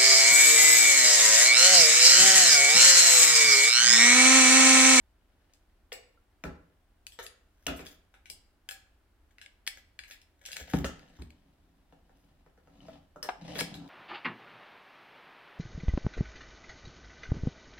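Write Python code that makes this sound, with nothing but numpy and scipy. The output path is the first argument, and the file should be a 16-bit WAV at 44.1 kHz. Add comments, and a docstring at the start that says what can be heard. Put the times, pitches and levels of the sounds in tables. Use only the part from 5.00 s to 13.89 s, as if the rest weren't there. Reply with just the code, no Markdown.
"""A small child plays with a wooden latch box in a room with a hardwood floor.
First its little doors knock and its steel latches click and jingle, with a few deep, distant booms.
Near 5.7 s the box slides off the knees and thumps onto the boards, then it is bumped and dragged about.
Just after 8.2 s a sprung latch snaps, a door pops open and a last clatter follows.
Each hit rings the modes of wood or steel, and the room answers briefly over a faint rumble."""
import sys
import numpy as np
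from scipy import signal
from scipy.fft import rfft, irfft, next_fast_len
from scipy.io import wavfile

SR = 44100
rng = np.random.default_rng(int(sys.argv[2]) if len(sys.argv) > 2 else 0)


def inscribe(sig):
    """Save sig as 16-bit PCM at rate SR to the path in sys.argv[1].

    A 1-D sig is mono; a 2-D sig holds one channel per row.
    Samples are clipped to [-1, 1] before scaling.
    """
    pcm = np.round(np.clip(np.atleast_2d(sig).T, -1, 1) * 32767)
    wavfile.write(sys.argv[1], SR, pcm.astype(np.int16))


N = 392049

# Cue levels are pre-fader: each source sets its own direct and room gain.
# wooden knocks and thumps, with a few deep, distant booms in the room;
# each has its own depth and brightness, from dull thud to sharp crack:
# (time [s], level [dB], low cut [Hz], high cut [Hz], room send [dB])
KNOCK_CUES = [(0.9205, -44, 660, 1700, 0.5), (1.438, -40.5, 180, 1670, -8), (1.444, -48, 84, 550, 13.5),
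              (1.468, -57, 76, 1280, 0), (2.189, -47, 660, 2600, 2.5), (2.667, -38, 280, 9200, -14),
              (2.674, -46, 90, 1510, 13.5), (2.711, -50, 75, 600, -2), (2.792, -48, 85, 1300, 1.5),
              (5.61, -46, 65, 130, -5), (5.7355, -19.5, 200, 305, -5.5), (5.7445, -29, 87, 280, -22),
              (5.778, -47.5, 200, 206, 15.5), (5.789, -40, 70, 80, 6), (5.844, -33.5, 83, 1340, -13.5),
              (5.849, -42.5, 101, 3540, 2), (5.89, -48, 130, 700, -18), (6.188, -44.5, 70, 135, 5),
              (6.218, -45.5, 191, 261, -5.5), (8.228, -49, 460, 2610, 1), (8.246, -48.5, 435, 790, 2.5),
              (8.555, -42.5, 300, 1600, 3), (8.612, -33, 189, 696, -16), (8.622, -64, 200, 500, -12)]
# soft bumps of hands on the box: (time [s], level [dB])
BUMP_CUES = [(3.2975, -51), (6.924, -46.5), (7.094, -52), (7.462, -50.5), (7.576, -51), (7.673, -49.5),
             (7.883, -40), (8.16, -40), (8.843, -46)]
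# latches hitting their stops: (time [s], level [dB], low cut [Hz], high cut [Hz], room send [dB])
CLICK_CUES = [(0.536, -62, 4300, 5470, -7.5), (0.927, -43, 5460, 7400, -6.5),
              (2.067, -44.5, 2960, 8900, -11.5), (2.121, -59, 2760, 7460, -1), (2.228, -53, 4460, 9800, 1),
              (2.2645, -46.5, 2310, 8900, -10.5), (2.763, -59, 7900, 11000, 5),
              (2.866, -48, 2800, 5100, -5.5), (3.14, -62, 790, 2470, -2), (3.257, -57.5, 1600, 3930, -2.5),
              (3.2995, -42.5, 4100, 9500, -6), (3.6889, -43, 1590, 11000, -10.5),
              (3.71, -47.5, 921, 11000, -4), (4.383, -54, 1900, 2000, -7.5),
              (4.4144, -51.5, 1860, 4060, -4), (4.461, -49.5, 1700, 2390, -15),
              (4.666, -46.5, 1500, 5900, -2.5), (4.6754, -33, 1840, 8300, -14.5),
              (4.9899, -42.5, 1900, 2870, -10.5), (5.0361, -52, 1900, 2460, -3.5),
              (5.1104, -51.5, 1900, 3500, -2), (5.216, -59.5, 3960, 4960, -8.5),
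              (5.4527, -49, 2770, 5000, 1), (5.461, -44.5, 4500, 6450, -7), (5.517, -46, 3000, 6500, -3),
              (5.5303, -43.5, 2560, 4500, -7), (5.5666, -40.5, 1250, 5500, -10),
              (5.993, -62, 1500, 6000, -18), (6.085, -71, 4500, 4680, -3), (6.221, -53, 2470, 3000, -12.5),
              (6.304, -60.5, 1800, 4050, -13.5), (8.228, -46, 5730, 12900, -3),
              (8.5892, -37.5, 800, 6880, -5.5), (8.594, -39.5, 2640, 5000, 1),
              (8.6084, -33.5, 825, 4600, -17), (8.7414, -48, 2700, 3250, -2.5),
              (8.877, -61.5, 3000, 3300, -12)]
# loose latches shaken: (peak time [s], rise [s], fall [s], level [dB], tilt [dB/octave])
RATTLE_CUES = [(2.88, 0.18, 0.054, -61, 0.5), (4.31, 0.016, 0.016, -71.5, -4),
               (4.77, 0.028, 0.026, -60.5, -2.5), (5.125, 0.035, 0.021, -57.5, 0),
               (5.565, 0.092, 0.072, -49.5, -3), (5.745, 0.043, 0.057, -49, -1),
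               (6.22, 0.057, 0.022, -66, -2), (7.22, .08, 0.055, -83, 2), (7.89, 0.036, 0.02, -76.5, 2),
               (8.602, 0.036, 0.019, -45, 1)]
# square hits on one resonance of a door or latch: (time [s], pitch [Hz], level [dB])
CLACK_CUES = [(0.9195, 3300, -50), (1.175, 1364, -70), (2.067, 2980, -51), (2.189, 488, -53),
              (2.189, 925, -50.5), (2.666, 2840, -35.5), (3.6893, 3120, -49.5), (4.6754, 3800, -50),
              (0.9195, 2010, -54), (3.257, 2340, -58), (3.2995, 2360, -53.5), (3.6893, 1723, -50),
              (4.6754, 1780, -45), (4.9902, 2343, -53), (5.844, 548, -41.5), (7.885, 653, -47.5),
              (8.159, 601, -53.5), (7.805, 3020, -63), (8.7416, 3340, -55)]
# the sprung latch set ringing: (time [s], level [dB])
PING_CUES = [(3.2995, -48), (3.71, -45), (8.228, -33), (8.271, -48), (8.601, -31)]
# the tight door popping free: (time [s], level [dB])
POP_CUES = [(8.2882, -25.5), (8.293, -35.5), (8.304, -48)]
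# rubs on knees, hands and boards: (peak time [s], rise [s], fall [s], level [dB], tilt [dB/octave])
DRAG_CUES = [(0.5, .25, 0.17, -80, 2.5), (5.58, 0.061, 0.48, -54.5, 3), (6.002, 0.19, 0.85, -68, -3),
             (7.299, 0.23, 0.17, -67, -1.5), (7.899, 0.16, 0.11, -51, -1.5), (8.509, 0.077, 0.14, -41, 0.5),
             (8.72, 0.24, 0.23, -48.5, -4)]

# modes of the box on the boards, a latch, the spring and the door: (pitch [Hz], level [dB], t60 [s])
BOX_MODES = [(70.6, 5.5, 0.085), (163.8, 3, 0.12), (209, -6, 0.083), (240.7, -3.5, 0.16), (287, 5, 0.053),
             (375.3, 1.5, 0.032), (492.6, 8, 0.049), (583.7, -1, 0.069), (630, 2, 0.044), (762, 5, 0.014),
             (825, -17.5, 0.047), (1349, -2.5, 0.019), (1785, 11.5, 0.0072), (2464, -1.5, 0.012),
             (2973, -2, 0.013), (2900, -6, 0.0086), (4120, -17.5, 0.013)]
LATCH_MODES = [(563.5, 2.5, 0.053), (772, -4.5, 0.11), (1663, 1.5, 0.026), (1961, 2, 0.021),
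               (2223, 3, 0.017), (2620, -1.5, 0.016), (2703, 9.5, 0.0026), (3380, 7.5, 0.011),
               (4890, -8.5, 0.13), (5020, -2.5, 0.033), (7780, -9.5, 0.18), (9040, 10, 0.017),
               (9920, 5, 0.025), (12980, -11, 0.01)]
SPRING_MODES = [(4370, -8, 0.17), (5250, 13, 0.045), (5720, 0, 0.029), (6050, 4, 0.05), (7280, -13, 0.27),
                (9140, -2, 0.069), (11720, -5, .055)]
DOOR_MODES = [(740, -7, 0.043), (991, 1.5, 0.034), (1520, -10, 0.017), (1800, -8, 0.0061),
              (2800, -21, 0.011)]
# band splits for knocks, latches and drags: (edge [Hz])
KNOCK_BANDS = [45, 120, 380, 1120, 3600, 7000, 16000]
LATCH_BANDS = [450, 1450, 2500, 4300, 7500, 15000]
DRAG_BANDS = [140, 380, 1150, 4600]
# tone of an average rattle and an average rub: (frequency [Hz], band level [dB])
RATTLE_EQ = [(800, -12), (1900, 0), (3300, 1), (5700, 3), (10600, 1)]
DRAG_EQ = [(230, 2.5), (660, 1.5), (2600, -4.5)]
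# decay of the room: (frequency [Hz], t60 [s])
ROOM_DECAY = [(60, .5), (250, 0.48), (1000, 0.5353), (3000, 0.4842), (8000, 0.4), (16000, 0.21)]
# strength of the room's echoes: (frequency [Hz], return gain [dB])
ROOM_EQ = [(60, -4), (200, -3), (600, -2.5), (2000, 0.5), (6000, -4.5), (16000, 5)]
# house rumble and hiss: (frequency [Hz], relative spectral density [dB])
ROOM_TONE_EQ = [(12, -35.5), (20, -1.5), (41, 0), (81, -4.5), (134, -22), (310, -17), (422, -22.5),
                (472, -27), (624, -23.5), (1260, -29), (1400, -28), (1570, -29), (1810, -31.5), (6540, -44),
                (16000, -41)]

RING_TIME = np.arange(SR // 7, dtype=np.float32) / SR  # time axis of one hit [s]
ATTACK_SAMPLES = int(.018 * SR)


def knocks(direct_db=-3.0, room_db=2.0):
    """Hollow wood rings in knocks, bumps and the box's landing; deep hits heavy on room boom far off."""
    # the low and high cuts overlap on the bumps, leaving a dull thud
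    cues = KNOCK_CUES + [(s, db, 400, 240, -0.5) for s, db in BUMP_CUES]
    rings = body(BOX_MODES, len(cues), crack_db=7.8, crack_t60=0.012, dense_db=2.6, dense_t60=0.0376)
    hits = strikes(rings, cues, KNOCK_BANDS, cuts_db_per_octave=(16.5, 7.5))
    return hits * faders(direct_db, room_db)


def clicks(direct_db=-7.0, room_db=1.0):
    """Steel latches tap their stops: very short and bright."""
    rings = body(LATCH_MODES, len(CLICK_CUES), crack_db=22, crack_t60=.008, dense_db=1, dense_t60=.045)
    hits = strikes(rings, CLICK_CUES, LATCH_BANDS, cuts_db_per_octave=(17, 7))
    return hits * faders(direct_db, room_db)


def rattles(direct_db=0.0, room_db=-4):
    """Loose latches chatter in their play when the box is jolted."""
    rings = body(LATCH_MODES, 16, crack_db=22, crack_t60=0.013, dense_db=2.7, dense_t60=0.048)
    chatter = jolts(rings, per_s=220, uneven_db=4)
    shakes = swells(chatter, RATTLE_CUES, LATCH_BANDS, RATTLE_EQ, pivot_hz=3170)
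    return shakes * faders(direct_db, room_db)


def clacks(t60_cycles=86.0, direct_db=0.5, room_db=-10.0):
    """One mode of a door or latch rings for a set number of cycles, so high notes are the shortest."""
    out = np.zeros(N)
    for s, hz, db in CLACK_CUES:
        fade = undb(-60 * hz * RING_TIME / t60_cycles)
        add(out, s, set_attack(np.sin(2 * np.pi * hz * RING_TIME) * fade, db))
    return out * faders(direct_db, room_db)


def spring_pings(direct_db=-6.0, room_db=-12.0):
    """The latch spring clinks with a few high, steely modes."""
    out = np.zeros(N)
    for (s, db), ring in zip(PING_CUES, modes(SPRING_MODES, len(PING_CUES), scatter_db=0.43)):
        add(out, s, set_attack(ring, db))
    return out * faders(direct_db, room_db)


def door_pop(direct_db=-6.0, room_db=-12.0):
    """The tight door lets go with a hollow pop and rebounds."""
    out = np.zeros(N)
    rings = body(DOOR_MODES, len(POP_CUES), crack_db=-2, crack_t60=0.038, dense_db=-5.0, dense_t60=0.06)
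    for (s, db), ring in zip(POP_CUES, rings):
        add(out, s, set_attack(band(ring, 370, 1940, order=2), db))
    return out * faders(direct_db, room_db)


def drags(direct_db=-8.5, room_db=-6.5):
    """Wood catches and slips, ringing the box; a faint rub stays, as the hands never lie quite still."""
    rings = body(BOX_MODES, 24, crack_db=11.5, crack_t60=0.04, dense_db=0, dense_t60=0.045)
    friction = jolts(rings, per_s=260, uneven_db=3.5)
    rubs = swells(friction, DRAG_CUES, DRAG_BANDS, DRAG_EQ, pivot_hz=702, rest_db=-82, rest_tilt=3)
    return rubs * faders(direct_db, room_db)


def modes(table, count, scatter_db, detune=0):
    """One ring of decaying modes per hit; the contact point reweights and detunes high modes most."""
    out = 0
    for k, (hz, db, t60) in enumerate(table):
        level_draw, pitch_draw = rng.standard_normal((2, count, 1))
        note = hz * (1 + detune * min(hz / 4000, 1) * pitch_draw)
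        gain = (-1) ** k * undb(db + scatter_db * min(hz / 1000, 1) * level_draw)
        out = out + gain * undb(-60 * RING_TIME / t60) * np.sin(2 * np.pi * note * RING_TIME)
    return out


def body(table, count, crack_db, crack_t60, dense_db, dense_t60):
    """Struck body: the main modes, plus noise for the contact crack and the crowd of small modes."""
    tone = modes(table, count, scatter_db=8.55, detune=0.033)
    crack = undb(crack_db - 60 * RING_TIME / crack_t60)
    dense = undb(dense_db - 60 * RING_TIME / dense_t60)
    return tone + (crack + dense) * rng.standard_normal((count, len(RING_TIME)))


def strikes(rings, cues, edges, cuts_db_per_octave):
    """Each hit drives the bands between its cuts evenly, those outside less; rows: direct, room send."""
    times, level, low_cut, high_cut, send_db = np.transpose(cues)
    hits, out = 0, np.zeros((2, N))
    for lo, hi in zip(edges, edges[1:]):
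        centre = np.sqrt(lo * hi)
        octaves_outside = np.maximum(np.log2([low_cut / centre, centre / high_cut]), 0)
        band_db = level - np.dot(cuts_db_per_octave, octaves_outside)
        ringing = band(rings, lo, hi, order=2 if hi < 400 else 4)  # gentle filters keep the bass punchy
        hits = hits + set_attack(ringing, band_db[:, None])
    for s, db, hit in zip(times, send_db, hits):
        add(out, s, np.outer([1, undb(db)], hit))
    return out


def jolts(rings, per_s, uneven_db):
    """A steady stream of uneven little hits, each at a random point of contact."""
    out = np.zeros(N)
    for when, size, way, point in rng.random((int(per_s * N / SR), 4)):
        force = undb(uneven_db * min(-np.log(1 - size), np.pi)) * np.sign(way - .5)
        add(out, when * N / SR, force * rings[int(point * len(rings))])
    return out


def swells(texture, cues, edges, eq, pivot_hz, rest_db=-np.inf, rest_tilt=0):
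    """Each move fades the texture up from its resting level and back, tilting the EQ about the pivot."""
    t, out = np.arange(N) / SR, np.zeros(N)
    for lo, hi in zip(edges, edges[1:]):
        centre = np.sqrt(lo * hi)
        octaves = np.log2(centre / pivot_hz)
        gain = undb(rest_db + rest_tilt * octaves)
        for s, rise, fall, level, tilt in cues:
            width = np.where(t < s, rise, fall)
            gain = gain + undb(level + tilt * octaves) * np.exp(-((t - s) / width) ** 2)
        layer = band(texture, lo, hi, order=2)
        out += undb(curve_at(centre, eq)) * gain * layer / layer.std()
    return out


def undb(db):
    """Decibels to gain."""
    return np.exp(np.asarray(db, float) * np.log(10) / 20)


def faders(direct_db, room_db):
    """Gains for a source's two rows: direct sound and room send."""
    return undb([[direct_db], [room_db]])


def curve_at(hz, points):
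    """Read a (frequency, value) curve on a log-frequency axis."""
    freqs, values = np.transpose(points)
    return np.interp(np.log(np.maximum(hz, 1)), np.log(freqs), values)


def band(x, lo, hi, order=4):
    """Causal band-pass."""
    return signal.sosfilt(signal.butter(order, [lo, hi], "band", fs=SR, output="sos"), x + 1e-18)


def set_attack(x, db):
    """Scale each ring so that its attack has this rms level."""
    return x * undb(db) / np.sqrt(np.mean(x[..., :ATTACK_SAMPLES] ** 2, -1, keepdims=True))


def add(track, s, x):
    """Mix x into the track from time s on."""
    i = int(s * SR)
    track[..., i:i + x.shape[-1]] += x[..., :N - i]


def room(send, build_s=0.0047, early_db=4, early_s=0.035, wide_above_hz=750):
    """Dense echoes bloom within milliseconds and die away, centred in the bass and wide in the treble."""
    t = np.arange(24576) / SR
    hz, impulse = np.fft.rfftfreq(len(t), 1 / SR), 0
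    mid, side = rfft(rng.standard_normal((2, len(t))))
    width = hz / np.hypot(hz, wide_above_hz)
    spectrum = (mid + np.outer([1, -1], width * side)) / np.sqrt(1 + width ** 2)
    bloom = (1 - np.exp(-(t / build_s) ** 2)) * (1 + undb(early_db) * np.exp(-t / early_s))
    centres = np.geomspace(60, 16000, 7)
    for centre, solo in zip(centres, np.eye(len(centres))):
        echoes = irfft(spectrum * curve_at(hz, np.c_[centres, solo]), len(t))
        fade = bloom * undb(-60 * t / curve_at(centre, ROOM_DECAY))
        impulse = impulse + echoes * fade / np.linalg.norm(fade) * undb(curve_at(centre, ROOM_EQ))
    return signal.oaconvolve(send[None], impulse, axes=1)[:, :N]


def room_tone(level_db=-66, wide_above_hz=900):
    """A steady bed of house rumble under a thin hiss."""
    size = next_fast_len(N, True)
    hz = np.fft.rfftfreq(size, 1 / SR)
    mid, side = rfft(rng.standard_normal((2, size))) * undb(curve_at(hz, ROOM_TONE_EQ))
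    width = (hz + 80) / (hz + wide_above_hz)
    bed = irfft(mid + np.outer([1, -1], side * width), size)[:, :N]
    return bed * undb(level_db) / bed.mean(0).std()


def scene(left_lag_samples=3, bounce_db=-5.5, bounce_s=0.0013):
    """The stereo mix: the box arrives a touch earlier on the right and sounds brighter on the left."""
    direct, send = knocks() + clicks() + rattles() + clacks() + spring_pings() + door_pop() + drags()
    treble = 0.39 * band(direct, 1800, 13350, order=1)
    left = np.pad(direct + treble, (left_lag_samples, 0))[:N]
    right = direct - treble
    # the bounce off the boards comes just after, in opposite polarity on the two sides
    bounce = undb(bounce_db) * band(direct, 700, 14000, order=1)
    bounce = np.pad(bounce, (int(bounce_s * SR), 0))[:N]
    return np.array([left + bounce, right - bounce]) + room(send) + room_tone()


def record(dry, soften_hz=13000, top_hz=16050):
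    """The microphones soften the treble and a steep low-pass cuts the top."""
    soft = signal.sosfilt(signal.butter(1, soften_hz, fs=SR, output="sos"), dry)
    return signal.sosfilt(signal.ellip(10, .2, 70, top_hz, fs=SR, output="sos"), soft)


dry = scene()
out = record(dry)
inscribe(out)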